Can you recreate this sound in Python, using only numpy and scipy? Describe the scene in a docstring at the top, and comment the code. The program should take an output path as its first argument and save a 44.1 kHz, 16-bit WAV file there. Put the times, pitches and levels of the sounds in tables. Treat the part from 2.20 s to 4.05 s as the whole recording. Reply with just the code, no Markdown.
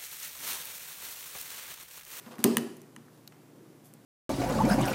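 """A small plastic camera is set down on a desk in a quiet room, close to the microphone.
It brushes the desk, lands with a sharp knock, rocks onto its other edge and settles.
Each contact cracks and rings the case; the desk top booms under each blow.
Strap and buckles then tick faintly against the case as the hand lets go.
Behind it: a fading hiss, a short room echo, steady room noise and a faint hum."""
import sys
import numpy as np
from scipy import signal
from scipy.fft import rfft, irfft
from scipy.io import wavfile
from scipy.ndimage import uniform_filter1d

SR = 44100
rng = np.random.default_rng(int(sys.argv[2]) if len(sys.argv) > 2 else 0)


def wav_out(sig):
    """Save sig, one row per channel (or a flat mono array), as 16-bit PCM at SR to the path in sys.argv[1]."""
    wavfile.write(sys.argv[1], SR, np.round(np.clip(np.atleast_2d(sig).T, -1, 1) * 32767).astype(np.int16))


N = 81585

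# Spectrum of a hard contact on the case: freq_hz, gain_db
CRACK_SPECTRUM = [(100, -39.5), (500, -4.5), (1000, 3), (2000, 4), (2700, 5), (3800, 1), (6000, 2.5),
                  (11000, 2), (13000, -3.5), (15000, 0.5)]


def amp(db):
    """Decibels to gain."""
    return 10 ** (np.asarray(db) / 20)


def unit(x):
    """Scale to rms 1."""
    return x / np.sqrt(np.mean(x ** 2) + 1e-20)


def read(points, hz):
    """Interpolate (freq_hz, value) rows on a log-frequency axis."""
    freq_hz, value = np.transpose(points)
    return np.interp(np.log(hz + 1), np.log(freq_hz + 1), value)


def fade(t, t60_s):
    """Exponential decay, 60 dB in t60_s."""
    return np.exp(-np.log(1000) * t / t60_s)


def add(mix, start_s, sound):
    """Mix a sound in at start_s."""
    part = mix[max(round(start_s * SR), 0):][:len(sound)]
    part += sound[:len(part)]


def noise(spectrum, size, tilt_db_per_oct=0):
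    """Shaped noise of rms 1; the tilt acts above 1 kHz."""
    hz = np.fft.rfftfreq(size, 1 / SR)
    gain_db = read(spectrum, hz) + tilt_db_per_oct * np.log2(np.maximum(hz, 1000))
    return unit(irfft(rfft(rng.standard_normal(size)) * amp(gain_db), size))


def tint(x, spectrum, size=1024):
    """Minimum-phase filter with the given spectrum."""
    hz = abs(np.fft.fftfreq(size, 1 / SR))
    log_gain = np.log(amp(read(spectrum, hz)))
    taps = np.fft.ifft(np.exp(np.conj(signal.hilbert(log_gain)))).real
    return signal.fftconvolve(x, taps[:size // 2])[:len(x)]


def ring(modes, t, ratio=1):
    """Decaying modes of a struck body; with ratio < 0, neighbours swing against each other."""
    return sum(ratio ** k * amp(db) * fade(t, t60_s) * np.cos(2 * np.pi * hz * t)
               for k, (hz, db, t60_s) in enumerate(modes))


def room_tone(noise_db=-57):
    """Steady room noise and the faint hum of desk equipment."""
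    # Room noise spectrum: freq_hz, gain_db
    spectrum = [(30, -9.5), (90, -11), (150, -9), (190, -3.5), (300, -4.5), (650, -15.5), (2900, -28.5),
                (4100, -30.5), (7600, -31), (12600, -32), (15500, -33.5)]
    # Hum tones: pitch_hz, level_db
    tones = [(120, -67), (150, -63.5)]
    t = np.arange(N) / SR
    hum = sum(amp(db) * np.sqrt(2) * np.sin(2 * np.pi * (hz * t + rng.random())) for hz, db in tones)
    return amp(noise_db) * noise(spectrum, N) + hum


def room_echo(x, delay_s=0.00337, build_s=0.0034):
    """Diffuse echo; each band decays at its own rate."""
    # Echo bands: freq_hz, level_db, t60_s
    bands = np.array([(99.4, -15, 1), (213, 0, 0.49), (400, 4.5, 0.49), (800, 1.5, 0.57), (2000, -7, 0.67),
                      (5000, -6, 0.61), (10000, -15, 0.6), (15500, -12, 0.31)])
    hz, frame_s, spectra = signal.stft(rng.standard_normal(SR), SR, nperseg=512)
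    level_db = read(bands[:, [0, 1]], hz)[:, None]
    t60_s = read(bands[:, [0, 2]], hz)[:, None]
    energy_norm = np.sqrt(2 * np.log(1000) / (t60_s * SR))
    tail = signal.istft(spectra * amp(level_db) * fade(frame_s, t60_s) * energy_norm, SR)[1][:SR]
    onset = np.clip((np.arange(SR) / SR - delay_s) / build_s, 0, 1)
    return signal.fftconvolve(x, tail * onset)[:N]


def low_swell(peak_s=1.438, width_s=0.16, level_db=-56):
    """Soft low noise rises and sinks once while the hand draws away."""
    # Swell spectrum: freq_hz, gain_db
    spectrum = [(100, -13), (220, -13), (310, 4), (450, -10), (800, -24.5), (3000, -48), (15000, -57)]
    envelope = np.exp(-((np.arange(N) / SR - peak_s) / width_s) ** 2)
    return amp(level_db) * noise(spectrum, N) * envelope


def opening_hiss(hold_s=0.08, decay_s=0.1, level_db=-57):
    """A soft hiss at the start holds briefly, then fades into the room noise."""
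    # Hiss spectrum: freq_hz, gain_db
    spectrum = [(60, -50), (200, 4.5), (600, -1), (1500, 3.5), (4000, -3), (10000, -4), (16000, -4)]
    envelope = np.exp(-np.maximum(np.arange(N) / SR - hold_s, 0) / decay_s)
    return amp(level_db) * noise(spectrum, N) * envelope


def rubs(rise_s=0.003, grain_depth=0.4):
    """Short, grainy friction of hand, case and strap."""
    # Friction strokes: start_s, length_s, level_db, tilt_db_per_oct
    strokes = [(.062, 0.033, -47, -11.5), (0.109, 0.048, -48.5, -5.5), (0.188, 0.075, -50, -2.5),
               (0.929, 0.093, -67.5, 0.5), (1.642, 0.079, -61, 6)]
    # Friction spectrum: freq_hz, gain_db
    spectrum = [(100, -19), (350, 4.5), (600, 5.5), (1050, 5.5), (1600, 1.5), (3000, 1.5), (6000, 0.5),
                (12000, 1.5), (16000, -10.5)]
    out, t = np.zeros(N), np.arange(SR // 5) / SR
    for start_s, length_s, level_db, tilt_db_per_oct in strokes:
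        envelope = np.minimum(t / rise_s, 1) * np.maximum(1 - (t / length_s) ** 2, 0)
        roughness = unit(uniform_filter1d(rng.standard_normal(len(t)), size=90))
        friction = np.exp(grain_depth * roughness) * noise(spectrum, len(t), tilt_db_per_oct)
        add(out, start_s, amp(level_db) * envelope * unit(friction))
    return out


def buckle(start_s=1.0762, snap_db=-44.5, ring_db=-43.5):
    """A strap buckle snaps against the case and rings."""
    # Buckle modes: pitch_hz, gain_db, t60_s
    modes = [(3870, 0.5, 0.017), (4330, 2, .012), (4830, -2, .01), (5400, -3, 0.0085), (6450, -1.5, .012),
             (8400, -13, 0.0094), (9100, -33, .013), (12950, 1, 0.013)]
    out, t = np.zeros(N), np.arange(SR // 10) / SR
    snap = amp(snap_db) * noise(CRACK_SPECTRUM, len(t)) * fade(t, t60_s=0.016)
    add(out, start_s, snap + amp(ring_db) * ring(modes, t, ratio=-1.026))
    return out


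def desk_boom(rise_s=0.002, wash_db=-25.5, wash_rise_s=0.015):
    """The camera's weight drives the desk top, which booms into the room; longer contact is duller."""
    # Blows on the desk: start_s, gain_db, contact_s
    blows = [(0.0634, -22.5, 0.0042), (.1853, -14, .0036), (.2435, 0, .001), (.2995, -13, .001),
             (.371, -6.5, .0023), (0.7666, -28, 0.0034)]
    # Desk top modes: pitch_hz, gain_db, t60_s
    modes = [(153.3, -30.5, .14), (213.3, -22, .16), (234.8, -15, .25), (287.7, -20, .13),
             (394, -22.5, .22), (444.4, -30.5, 0.27), (593, -26, 0.059), (738, -29.5, 0.088),
             (844, -31, .08), (1030, -26, 0.072), (1230, -18.5, 0.042), (1530, -24, .03)]
    # Room wash after a blow: freq_hz, gain_db
    wash_spectrum = [(60, -40), (110, -13.5), (160, -7), (230, -0.5), (300, -1), (370, 5.5), (450, -0.5),
                     (520, -9.5), (1000, -13.5), (1500, -27), (4000, -45)]
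    out, t = np.zeros(N), np.arange(SR) / SR
    boom = ring(modes, t) * (1 - np.exp(-t / rise_s))
    wash_envelope = fade(t, t60_s=0.68) * np.minimum(t / wash_rise_s, 1)
    for start_s, gain_db, contact_s in blows:
        force = np.sin(np.pi * np.minimum(t / contact_s, 1)) ** 2
        wash = amp(wash_db) * noise(wash_spectrum, len(t)) * wash_envelope
        response = signal.fftconvolve(boom + wash, force / force.sum())[:len(t)]
        add(out, start_s, amp(gain_db) * response)
    return out


def case_echo(directions=4):
    """The case cracks differently in each direction; the room blends these but gets little of its ring."""
    echoes = sum(room_echo(case_clicks(ring_share_db=-9)) for _ in range(directions))
    return echoes / np.sqrt(directions)


def case_clicks(ring_share_db=0, crack_db=-4.5, rattle_db=-21.5):
    """Each hard contact cracks, rings the plastic case and briefly rattles its loose parts."""
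    # Contacts of case and strap fittings: start_s, mid_db, high_db, top_db, crack_t60_s, ring_db
    contacts = [(0.0625, -42.5, -46, -54, 0.02, -20), (0.156, -43, -47, -49, 0.017, -7),
                (.1835, -27, -54, -39, 0.013, -7), (0.2416, -9, -6.5, -3, 0.0072, 0),
                (.37, -9.5, -14.5, -7, 0.0022, 9), (0.3824, -22.5, -24, -24, 0.0031, 7),
                (.568, -58, -51, -41.5, 0.018, -11), (0.6173, -51, -43, -38.5, 0.0051, -4),
                (0.7632, -32, -40, -38.5, 0.0039, 10), (.882, -37, -77, -68, 0.011, -2),
                (1.122, -43.5, -55, -63, 0.037, 10.5), (1.738, -49, -41, -35, 0.0032, 3)]
    # Contact bands: mid_hz, high_hz, top_hz
    bands_hz = [1500, 5000, 11000]
    # Case modes: pitch_hz, gain_db, t60_s
    modes = [(960, -29, .028), (1310, -25.5, 0.018), (1643, -21, .016), (1900, -17.5, 0.014),
             (2347, -32, .012), (2956, -18, 0.018), (6170, -23, 0.013), (9040, -11, 0.0028),
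             (11330, -34, 0.0042)]
    out, t = np.zeros(N), np.arange(SR // 10) / SR
    for start_s, *bands_db, crack_t60_s, ring_db in contacts:
        envelope = amp(crack_db) * fade(t, crack_t60_s) + amp(rattle_db) * fade(t, t60_s=0.04)
        burst = tint(rng.choice([-1, 1], len(t)) * envelope, CRACK_SPECTRUM)
        ringing = amp(ring_db + ring_share_db) * ring(modes, t, ratio=-0.98)
        add(out, start_s, tint(burst + ringing, list(zip(bands_hz, bands_db))))
    return out


def scene():
    """Mono mix of camera, desk, handling and room."""
    soft_noise = opening_hiss() + rubs()
    impacts = case_clicks() + case_echo() + desk_boom()
    return (impacts + soft_noise + room_echo(soft_noise) + buckle() + room_tone() + low_swell())[None]


def record(dry, low_cut_hz=104, high_cut_hz=15500):
    """The microphone's steep bass cut, then the band limit."""
    highpass = signal.butter(6, low_cut_hz, "high", fs=SR, output="sos")
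    lowpass = signal.firwin(401, high_cut_hz, window=("kaiser", 8), fs=SR)
    return signal.oaconvolve(signal.sosfilt(highpass, dry), lowpass[None], "same")


dry = scene()
out = record(dry)
wav_out(out)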